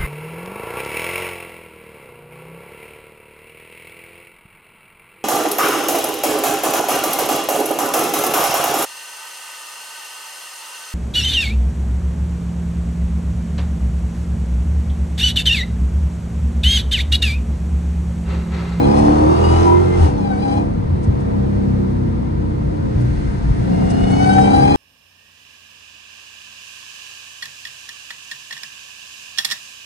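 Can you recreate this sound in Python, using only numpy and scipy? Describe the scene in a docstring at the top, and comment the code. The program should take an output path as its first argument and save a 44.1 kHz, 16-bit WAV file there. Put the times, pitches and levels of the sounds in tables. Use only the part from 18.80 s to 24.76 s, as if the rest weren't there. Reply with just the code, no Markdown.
"""A snarling full-throttle pull inside a supercharged V8 saloon, then an upshift with an exhaust bark,
a light-throttle cruise over a few bumps, and a second pull. The exhaust is a harmonic series on the
engine cycle; the blower whines through duct resonances at a fixed multiple of that cycle, except just
after the upshift, when its rotors run at their own speed. Filtered noise gives the gas flow, tyres,
wind and door seals; bumps are short bursts of low tone. A cabin field sets left against right."""
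import sys
import numpy as np
from scipy import signal
from scipy.fft import rfft, irfft, next_fast_len
from scipy.io import wavfile

SR = 44100
rng = np.random.default_rng(int(sys.argv[2]) if len(sys.argv) > 2 else 0)


def generate_wav(signal):
    """Clip the signal to [-1, 1] and save it as 16-bit WAV at the path in sys.argv[1]."""
    frames = np.transpose(np.atleast_2d(signal))
    scaled = np.clip(frames, -1, 1) * 32767
    pcm = np.round(scaled).astype(np.int16)
    wavfile.write(sys.argv[1], SR, pcm)


N = 262831  # samples

# cabin field: (frequency [Hz], left leads by [rad], left minus right [dB], likeness of the sides [0-1])
CABIN_FIELD = [(30, 0.5, 2.5, 1), (135, 0.36, 1, 0.82), (175, 0.34, 4, 0.85), (218.5, -0.5, -5.5, 0.79),
               (248.9, 3.5, 5, 0.5), (299.4, -0.04, -1, 0.06), (366, 3.5, -8.5, 0), (406.5, 3, -4.5, 0.6),
               (431, 3.5, -3, 0.59), (487, 4.5, 6.5, 0.34), (520, 3.5, 0.5, 0.1), (578, 4, -2, 0.94),
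               (635, 3, 1, 0.3), (697, 4, -1.5, 0.65), (766, 2.5, 7.5, 0.75), (888, 3, 1, 0.62),
               (896, 2.5, 4.5, 0.71), (1086, 3, 2, 0.87), (1203, 4, -4.5, 0.64), (1555, 4, 4.5, 0.69),
               (2130, 0.25, 2, 0.1), (2590, 5, 6, 0.2), (2856, 4, -5.5, 0.6), (2682, 7, -0.5, 0.8),
               (3420, 1.9, 3, 0.11), (4360, 0.5, -1, 0.3), (4630, -2, 0.5, 0.3), (5470, -2, -6, 0.6),
               (5460, -4.5, 6.5, 0.2), (6200, -5.5, -6.5, 0.6), (7400, -8.5, 1, 0.1), (8900, -7, -0.5, 1),
               (10800, -1.5, -1, 0.94)]
# spectrum of the rasping exhaust turbulence: (frequency [Hz], relative density [dB])
RASP_SPECTRUM = [(120, -26.5), (260, 11.5), (335, 3), (430, 13.5), (520, -12), (640, 1.5), (800, 10),
                 (1000, 0.5), (1300, -4), (1600, -8.5), (2100, -14.5), (2900, -16.5), (5000, -31),
                 (10000, -77)]
# spectrum of the hissing turbulence: (frequency [Hz], relative density [dB])
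HISS_SPECTRUM = [(800, -32.5), (2000, -13), (3200, -3.5), (4400, -4.5), (5600, -2.5), (7200, -7.5),
                 (9000, -6.5), (10000, -11)]
SIDES = np.array([[.5], [-.5]])  # each side takes half of a left-right difference
REFERENCE_SPEED = 34  # engine cycles per s


def from_db(db):
    """Decibels are logarithmic: 20 dB is a tenfold amplitude gain."""
    return 10 ** (np.asarray(db) / 20)


def rms_one(x):
    """Normalise the mean power to 1."""
    return x / np.sqrt(np.mean(x ** 2) + 1e-20)


def in_time(rows):
    """Linear interpolation of each column of a time curve at every sample."""
    seconds, *columns = np.transpose(rows)
    t = np.arange(N) / SR
    return [np.interp(t, seconds, column) for column in columns]


def at_hz(rows, hz):
    """Interpolation of each column of a frequency table on a logarithmic pitch axis."""
    points, *columns = np.transpose(rows)
    log_hz = np.log(hz + 1e-9)
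    return [np.interp(log_hz, np.log(points), column) for column in columns]


def drift(rate):
    """Low-passed noise of rms 1: a random modulator whose spectrum is halved in amplitude at rate [Hz]."""
    t = np.arange(0, N, 32) / SR
    size = 2 * len(t)
    hz = np.fft.rfftfreq(size, t[1])
    spectrum = rfft(rng.standard_normal(size)) / (1 + (hz / rate) ** 4)
    slow = irfft(spectrum)[:len(t)]
    return np.interp(np.arange(N) / SR, t, rms_one(slow))


def swell(centre, half_length):
    """Gaussian envelope of height 1; half_length [s] is its standard deviation."""
    distance = (np.arange(N) / SR - centre) / half_length
    return np.exp(-.5 * np.minimum(distance ** 2, 100))


def noise(colour, white=None):
    """Partly coherent stereo noise: a common row and two independent rows, coloured, with rms 1."""
    size = next_fast_len(N, True)
    hz = np.fft.rfftfreq(size, 1 / SR)
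    lead, balance_db, alike = at_hz(CABIN_FIELD, hz)
    alike = np.clip(alike, 0, 1)
    white = rfft(rng.standard_normal((3, N)) if white is None else white, size)
    common = np.sqrt(alike) * white[0] * np.exp(1j * SIDES * lead)
    separate = np.sqrt(1 - alike) * white[1:]
    gain = from_db(at_hz(colour, hz)[0] + SIDES * balance_db)
    return rms_one(irfft((common + separate) * gain, size)[:, :N])


def partial(order, cycles, speed, extra_lead=0):
    """One harmonic of a rotation, of rms 1 before the cabin's left-right balance; extra_lead in rad."""
    lead, balance_db, _ = at_hz(CABIN_FIELD, order * speed)
    phase = 2 * np.pi * (order * cycles + rng.random())
    angle = phase + SIDES * (lead + extra_lead)
    return np.sqrt(2) * from_db(SIDES * balance_db) * np.sin(angle)


def cyclic_noise(cycles, memory, size=1024):
    """Cyclostationary noise over crank angle: recursion makes each cycle partly repeat the one before."""
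    warm_up = 10  # cycles discarded while the recursion settles
    fresh = rng.standard_normal((3, int(cycles[-1]) + warm_up + 2, size))
    alike = signal.lfilter([1], [1, -memory], fresh, axis=1)
    rows = alike[:, warm_up:].reshape(3, -1)
    return np.array([np.interp(cycles * size, np.arange(len(row)), row) for row in rows])


def resonance_db(modes, hz):
    """Resonance: each mode lifts or lowers a tone by a bell-shaped (Lorentzian) number of dB."""
    grid = np.linspace(hz.min(), hz.max(), 1000)
    lift_db = sum(db / (1 + ((grid - centre) / width) ** 2) for centre, width, db in modes)
    return np.interp(hz, grid, lift_db)


def boosted_db(law, speed):
    """Flow noise follows a power law: its level grows with boost and with the octaves of engine speed."""
    # blower boost: (time [s], level relative to full boost [dB])
    boost = [(0, -9), (.19, -2.5), (.5, -7), (.82, -2.5), (.97, -10), (1.15, -12), (1.36, -15), (1.56, -14),
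             (1.73, -7.5), (1.83, -14), (1.96, -25), (4.6, -37.5), (4.9, -14), (5.25, -6), (5.42, -3),
             (5.75, -3), (5.96, -5.5)]
    full_db, follows, db_per_octave = law
    return full_db + follows * in_time(boost)[0] + db_per_octave * np.log2(speed / REFERENCE_SPEED)


def road(tick_db=-8, tick_length=0.009):
    """Broadband excitation of tyres, wind and seals, with low resonances of the body and ticks of the trim."""
    # tyre rumble on the changing road surface: (time [s], level [dB])
    tyre_level = [(0, -21.5), (.9, -25), (1.4, -22), (2, -20.5), (2.4, -22), (3, -24.5), (4.05, -22.5),
                  (4.2, -25), (4.5, -23.5), (4.6, -23.5), (5, -20), (5.96, -18.5)]
    # wind over the body: (time [s], level [dB])
    wind_level = [(0, -22), (2, -32.5), (2.4, -31), (3.0, -33), (3.4, -32.5), (4.3, -34.5), (5.96, -27)]
    # air sizzling round the door seals: (time [s], level [dB])
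    seal_level = [(0, -77), (2, -50.5), (2.9, -45.5), (3.5, -51), (4.1, -45), (4.22, -41.5), (4.45, -40.5),
                  (4.62, -42), (4.9, -39.5), (5.96, -36)]
    # spectra of tyres, wind, seals, body heave and ticks: (frequency [Hz], relative density [dB])
    tyre_colour = [(25, -27.5), (48, -19), (64, -5.5), (135, -0.5), (200, -9.5), (270, -11.5), (350, -17.5),
                   (600, -45), (1500, -84.5)]
    wind_colour = [(150, -35), (350, 6), (480, 7.5), (620, -2), (800, 0), (980, 2.5), (1100, -4.5),
                   (1500, -11), (1780, -13), (2100, -15.5), (2400, -20), (2800, -23.5), (4100, -25.5),
                   (7000, -36.5), (9500, -36.5)]
    seal_colour = [(400, -22.5), (1500, 2.5), (3000, -12), (4500, -13), (7000, -19), (9500, -21)]
    heave_colour = [(15, -25.5), (28, -18.5), (40, 5.5), (52, 6), (70, -9), (200, -74)]
    tick_colour = [(700, -10), (2500, -3.5), (5500, 7.5), (7500, 3.5), (9000, 8), (10500, -9)]
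    # jolts that heave the body on its springs: (time [s], level at the height [dB rms], half length [s])
    jolts = [(0.232, -31, 0.034), (1.206, -27, 0.016), (2.3, -39, 0.054), (4.447, -23.5, 0.09),
             (4.705, -18, 0.055), (5.25, -23, 0.021)]
    # the body booms over bumps: (time [s], frequency [Hz], peak level [dB], half length [s])
    bump_rows = [(1.789, 95, -16, 0.022), (2.125, 86.4, -12.5, 0.03), (2.292, 86, -5.5, 0.0071),
                 (4.163, 102, -4.5, 0.0035), (4.241, 121.5, -11, 0.05), (4.312, 73, -10.5, 0.0096),
                 (4.712, 129, -7, 0.005)]
    # trim ticks: (time [s], level before tick_db is added [dB])
    tick_rows = [(0.1894, -31.5), (2.2424, -39.5), (2.4094, -45), (4.2118, -42.5), (5.109, -29),
                 (5.3143, -33), (5.5364, -33)]

    t = np.arange(N) / SR
    beds = [(tyre_level, tyre_colour), (wind_level, wind_colour), (seal_level, seal_colour)]
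    rush = sum(from_db(in_time(level)[0]) * noise(colour) for level, colour in beds)
    sway = from_db(-33.5 + 2 * drift(2.6))  # present throughout, wandering by 2 dB
    heave = sway + sum(from_db(db) * swell(s, length) for s, db, length in jolts)
    bumps = sum(from_db(db) * swell(s, length) * np.cos(2 * np.pi * hz * (t - s))
                for s, hz, db, length in bump_rows)
    ticks = sum(from_db(db + tick_db) * swell(s, tick_length) for s, db in tick_rows)
    return rush + heave * noise(heave_colour) + bumps + ticks * noise(tick_colour)


def knock(db=-23, half_length=0.0036):
    """Impact as a brief burst of low-weighted noise: a dull knock as the throttle opens again."""
    # spectrum of the knock: (frequency [Hz], relative density [dB])
    knock_colour = [(150, -13), (400, -1), (830, -1), (1100, -14), (3000, -36), (8000, -53)]
    return from_db(db) * swell(5.023, half_length) * noise(knock_colour)


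def gas_flow(cycles, rasp_db, hiss_db, pulsing=0.17, lope=0.13, beat=0.074):
    """Amplitude modulation of turbulence: exhaust and intake puff at each firing, uneven over the cycle."""
    # howls of the intake: (time [s], level at the height before puffing [dB rms], half length [s])
    howls = [(0.47, -22.5, 0.063), (0.912, -15.5, 0.045)]
    # spectrum of the howl: (frequency [Hz], relative density [dB])
    howl_colour = [(600, -43), (860, -21), (935, 16), (990, 19.5), (1060, -10), (1200, -17), (1500, -62)]

    firing = np.cos(16 * np.pi * cycles)  # eight per cycle
    bank = np.cos(4 * np.pi * cycles)  # two per cycle
    once = np.cos(2 * np.pi * cycles)
    puffs = rms_one(1 + pulsing * firing + lope * bank + beat * once)
    rasp = from_db(rasp_db) * noise(RASP_SPECTRUM, cyclic_noise(cycles, memory=.65))
    howling = sum(from_db(db) * swell(s, length) for s, db, length in howls)
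    howl = howling * noise(howl_colour, cyclic_noise(cycles, memory=.8))
    hiss = from_db(hiss_db) * noise(HISS_SPECTRUM)
    return puffs * (rasp + howl + hiss)


def blower(cycles, speed, shake=0.09, flutter=0.21, slip_cycles=0.00026, slip_power=4):
    """Periodic chopping of the intake air by rotor lobes: harmonics swept through duct resonances."""
    # after the upshift the rotors turn at a speed of their own until the crank catches them:
    # (time [s], rotor speed [engine cycles per s])
    overrun = [(1.18, 44.3), (1.27, 40.3), (1.42, 35.4), (1.52, 32.7), (1.57, 32.0), (1.61, 34.5),
               (1.64, 34.75), (1.69, 33.9), (1.76, 34.93)]
    # strength of the whine: (time [s], relative level [dB])
    whine_level = [(0, -8.5), (.1, -9.5), (.5, -12), (.78, -10), (.95, -21), (1.15, -25), (1.3, -20),
                   (1.45, -14), (1.57, -17), (1.71, -10), (1.79, -14), (1.86, -40), (4.75, -35),
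                   (4.93, -19), (5.2, -12), (5.45, -2), (5.8, -2.8), (5.96, -3.5)]
    # relative levels of the whine's harmonics, from the first up: [dB]
    harmonics_db = [-15, -30, -35, -38, -40, -44, -47, -50.5, -54, -54.5, -51, -51]
    # duct resonances and gaps: (frequency [Hz], half width [Hz], lift [dB])
    duct_modes = [(680, 14, 13), (715, 14, -6), (810, 25, 3), (910, 14, -13.5), (1522, 14, 11.5),
                  (1595, 14, 3), (1650, 11, -9), (1800, 40, -10.5), (1884, 178, -15), (2076, 18, 20),
                  (2280, 25, 4), (2425, 25, 7), (2580, 39, -15), (2890, 50, 6), (3020, 14, -9),
                  (3250, 50, 5), (3450, 140, -6), (3780, 25, -8.5), (3930, 48, 3.5), (4220, 30, 1),
                  (4970, 50, 5), (4530, 50, 3), (4770, 70, 6.5), (5670, 24, -10.5), (5980, 60, 6),
                  (7580, 70, 5)]
    lobes_per_cycle = 23.33  # per cycle of rotor speed
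    side_line_db, fade_db = -27, 2.8  # relative level of the side line; spread of the harmonics' fading
    lead_scatter = .22  # rad, spread of each harmonic's left-right phase

    t = np.arange(N) / SR
    freewheeling = (t > overrun[0][0]) & (t < overrun[-1][0])
    rotor_speed = np.where(freewheeling, in_time(overrun)[0], speed)
    # angular jitter grows steeply with revs and frays the tones
    slip = slip_cycles * (speed / REFERENCE_SPEED) ** slip_power * drift(45)
    rotor = np.cumsum(rotor_speed) / SR + slip
    whine_db, = in_time(whine_level)

    # the engine's strokes add a side line one order under the whine
    side = lobes_per_cycle - 1
    side_db = whine_db + side_line_db + resonance_db(duct_modes, side * rotor_speed)
    tone = from_db(side_db) * partial(side, rotor, rotor_speed)
    for k, harmonic_db in enumerate(harmonics_db, 1):
        order = k * lobes_per_cycle
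        duct_db = resonance_db(duct_modes, order * rotor_speed)
        db = whine_db + harmonic_db + duct_db + fade_db * drift(19)
        tone += from_db(db) * partial(order, rotor, rotor_speed, lead_scatter * drift(14.0))
    strokes = np.sin(2 * np.pi * cycles) + np.sin(4 * np.pi * cycles + 1)
    return tone * (1 + shake * strokes + flutter * drift(51))


def shift_bark(cycles, speed, thump_db=-7, crackle_db=-21, spit_db=-39, thump_length=0.025, half_length=0.052):
    """Transient excitation of the pipes: the spark is cut, they thump and unburnt charge spits in them."""
    shift_s = 1.235  # moment of the upshift
    # order 2.11 lies close to the bank rate of two per cycle
    thump = from_db(thump_db) * swell(shift_s, thump_length) * partial(2.11, cycles, speed)
    spit = from_db(crackle_db) * noise(RASP_SPECTRUM) + from_db(spit_db) * noise(HISS_SPECTRUM)
    return thump + swell(shift_s, half_length) * spit


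def growl(cycles, speed, throttle):
    """Fourier series of uneven exhaust pulses: the order pattern changes with throttle and revs."""
    # strength of the pulses: (time [s], deep drone [dB], snarling upper orders [dB]), both relative
    load = [(0.0, 0.3, -1), (0.25, -0.6, 5), (0.55, 0, 4.3), (0.88, -3.5, -0.5), (1.15, -5, -10.5),
            (1.35, -7, -9), (1.55, -6.5, -14), (1.78, -7, -3), (1.98, -8.5, -11), (2.25, -3, -13),
            (2.45, -2.5, -5), (3.0, 1.5, -10.7), (3.5, -3.3, -10.5), (4.2, -1.5, -5), (4.65, -5, -18.5),
            (4.92, -1.5, -11), (5.3, -2.3, -10.5), (5.65, -0.6, -1.5), (5.96, -3.5, 1.3)]
    # uneven firing of the two banks: (order, pulling at low revs [dB], pulling at high revs [dB],
    # on a light throttle [dB]), all relative levels
    order_rows = [(1.0, -36.5, -38, -39.5), (2.0, -28.5, -13.5, -23.5), (3.0, -25.7, -24.5, -26.5),
                  (4.0, -28.5, -26.5, -29), (5.0, -28, -30.5, -29), (6.0, -22, -29, -32.5),
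                  (7.0, -34, -33, -34.5), (8.0, -18.5, -17.5, -27.5), (9.0, -25.5, -24.5, -48.5),
                  (10.0, -33.5, -24, -30.5), (11.0, -40.5, -32.5, -33.5), (12.0, -31.5, -35.5, -40),
                  (13.0, -32, -36, -38.5), (14.0, -26, -25, -33), (15.0, -38.5, -40.5, -33),
                  (16.0, -29, -34, -43.5), (17.0, -27, -34.5, -38), (18.0, -27, -36, -35.5),
                  (19.0, -34, -52.5, -42), (20.0, -28, -40, -36.5), (21.0, -27, -37, -49),
                  (22.0, -48.5, -37, -48), (23.0, -42, -35.7, -43), (24.0, -44.5, -51.2, -53),
                  (25.0, -27, -41.5, -53), (26.0, -37, -45, -67.5), (27.0, -52, -53.9, -57),
                  (28.0, -37.5, -40.5, -64), (29.0, -36, -40, -53), (30.0, -57, -40, -52.5),
                  (31.0, -52.5, -40.5, -61), (32.0, -59, -49, -67), (33.0, -58, -61, -62),
                  (34.0, -44.5, -56.5, -66), (35.0, -56.5, -52, -43)]
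    # orders with a steady left-right phase: (order, extra left lead at closed throttle [rad])
    leading_rows = [(2, 0.065), (6, 0.16), (8, 1.8), (10, 0.18)]
    # air resonances of the cabin: (frequency [Hz], half width [Hz], lift [dB])
    cabin_modes = [(118, 5.4, -3.5), (130, 6.0, 3), (162.8, 3.5, -10), (198, 5.5, 4.5), (218, 5.5, 7),
                   (304.5, 7.1, 3), (324.3, 7.6, -8.5), (352.2, 10.1, 9), (381, 7, -12), (395, 13.4, 4.5),
                   (517, 14, -6.5), (540, 7.6, 4.5), (566, 16, -4), (577, 4.5, -8), (850, 2.6, -4),
                   (924, 12, -12.5), (957, 16.3, 3.5), (1120, 33, 7)]
    exhaust_db = 1  # added to every order
    low_revs, high_revs = 33, 42  # cycles per s
    drone_top_order, snarl_order = 6, 20  # the drone gives way to the snarl between these
    lead_scatter = .15  # rad, spread of the other orders' left-right phase
    sway_db, sway_hz = 1.7, 9  # random swell and sinking of each order

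    drone_db, snarl_db = in_time(load)
    revs = np.interp(speed, [low_revs, high_revs], [0, 1])
    leading = dict(leading_rows)
    out = np.zeros((2, N))
    for order, low_db, high_db, light_db in order_rows:
        order = round(order)
        upper = np.interp(order, [drone_top_order, snarl_order], [0, 1])
        pulling_db = (1 - revs) * low_db + revs * high_db
        pattern_db = throttle * pulling_db + (1 - throttle) * light_db
        load_db = (1 - upper) * drone_db + upper * snarl_db
        db = exhaust_db + pattern_db + load_db + resonance_db(cabin_modes, order * speed)
        if order in leading:
            extra_lead = (1 - throttle) * leading[order]
        else:
            extra_lead = lead_scatter * drift(6.1)
        out += from_db(db + sway_db * drift(sway_hz)) * partial(order, cycles, speed, extra_lead)
    return out


def scene():
    """Superposition: the crank's speed drives exhaust, gas flow and blower, over the sounds of the road."""
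    # mean engine speed: (time [s], four-stroke cycles per second [1/s])
    mean_speed = [(0.0, 34.58), (0.2, 36.25), (0.39, 37.75), (0.5, 39.26), (0.8, 42.5), (0.95, 44.2),
                  (1.04, 44.9), (1.18, 44.3), (1.22, 40.6), (1.3, 35.5), (1.45, 32.3), (1.57, 33.8),
                  (1.78, 35.05), (2.06, 33.1), (2.25, 33.9), (2.45, 33.3), (2.65, 33.25), (2.95, 32.5),
                  (3.42, 30.55), (3.8, 30.05), (4.3, 29.85), (4.68, 29.45), (4.9, 30.15), (5.1, 30.38),
                  (5.28, 31.05), (5.52, 32.72), (5.62, 32.95), (5.96, 35.12)]
    # pedal: (time [s], throttle opening [0-1])
    pedal = [(0, 0.92), (1.8, 0.96), (2.1, 0.16), (2.5, 0.39), (3.05, 0.34), (3.3, 0.1), (4.65, 0.05),
             (4.92, 1), (5.96, 1)]
    # laws of rasp and hiss: (level at full boost and reference speed [dB], share of the boost's swing,
    # growth with engine speed [dB per octave])
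    rasp_law = (-21, 1, 23)
    hiss_law = (-39.5, 1, 13.3)

    unsteadiness = .0006 * drift(18)  # share of the crank's speed
    speed = in_time(mean_speed)[0] * (1 + unsteadiness)
    cycles = np.cumsum(speed) / SR
    throttle = np.clip(in_time(pedal)[0], 0, 1)

    background = road() + knock()
    flow = gas_flow(cycles, boosted_db(rasp_law, speed), boosted_db(hiss_law, speed))
    # the blower leaves the crank's speed just after the upshift
    whine = blower(cycles, speed)
    exhaust = shift_bark(cycles, speed) + growl(cycles, speed, throttle)
    return background + flow + whine + exhaust


def record(dry):
    """Band limiting and soft saturation: the deepest bass and the top are cut, high peaks are rounded."""
    low_cut = signal.butter(2, 22, "high", fs=SR, output="sos")
    top_cut = signal.ellip(8, .3, 48, 10200, fs=SR, output="sos")
    bass_cut = signal.sosfilt(low_cut, dry)
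    rounded = bass_cut / (1 + (bass_cut / .95) ** 8) ** (1 / 8)
    return signal.sosfilt(top_cut, rounded)


dry = scene()
out = record(dry)
generate_wav(out)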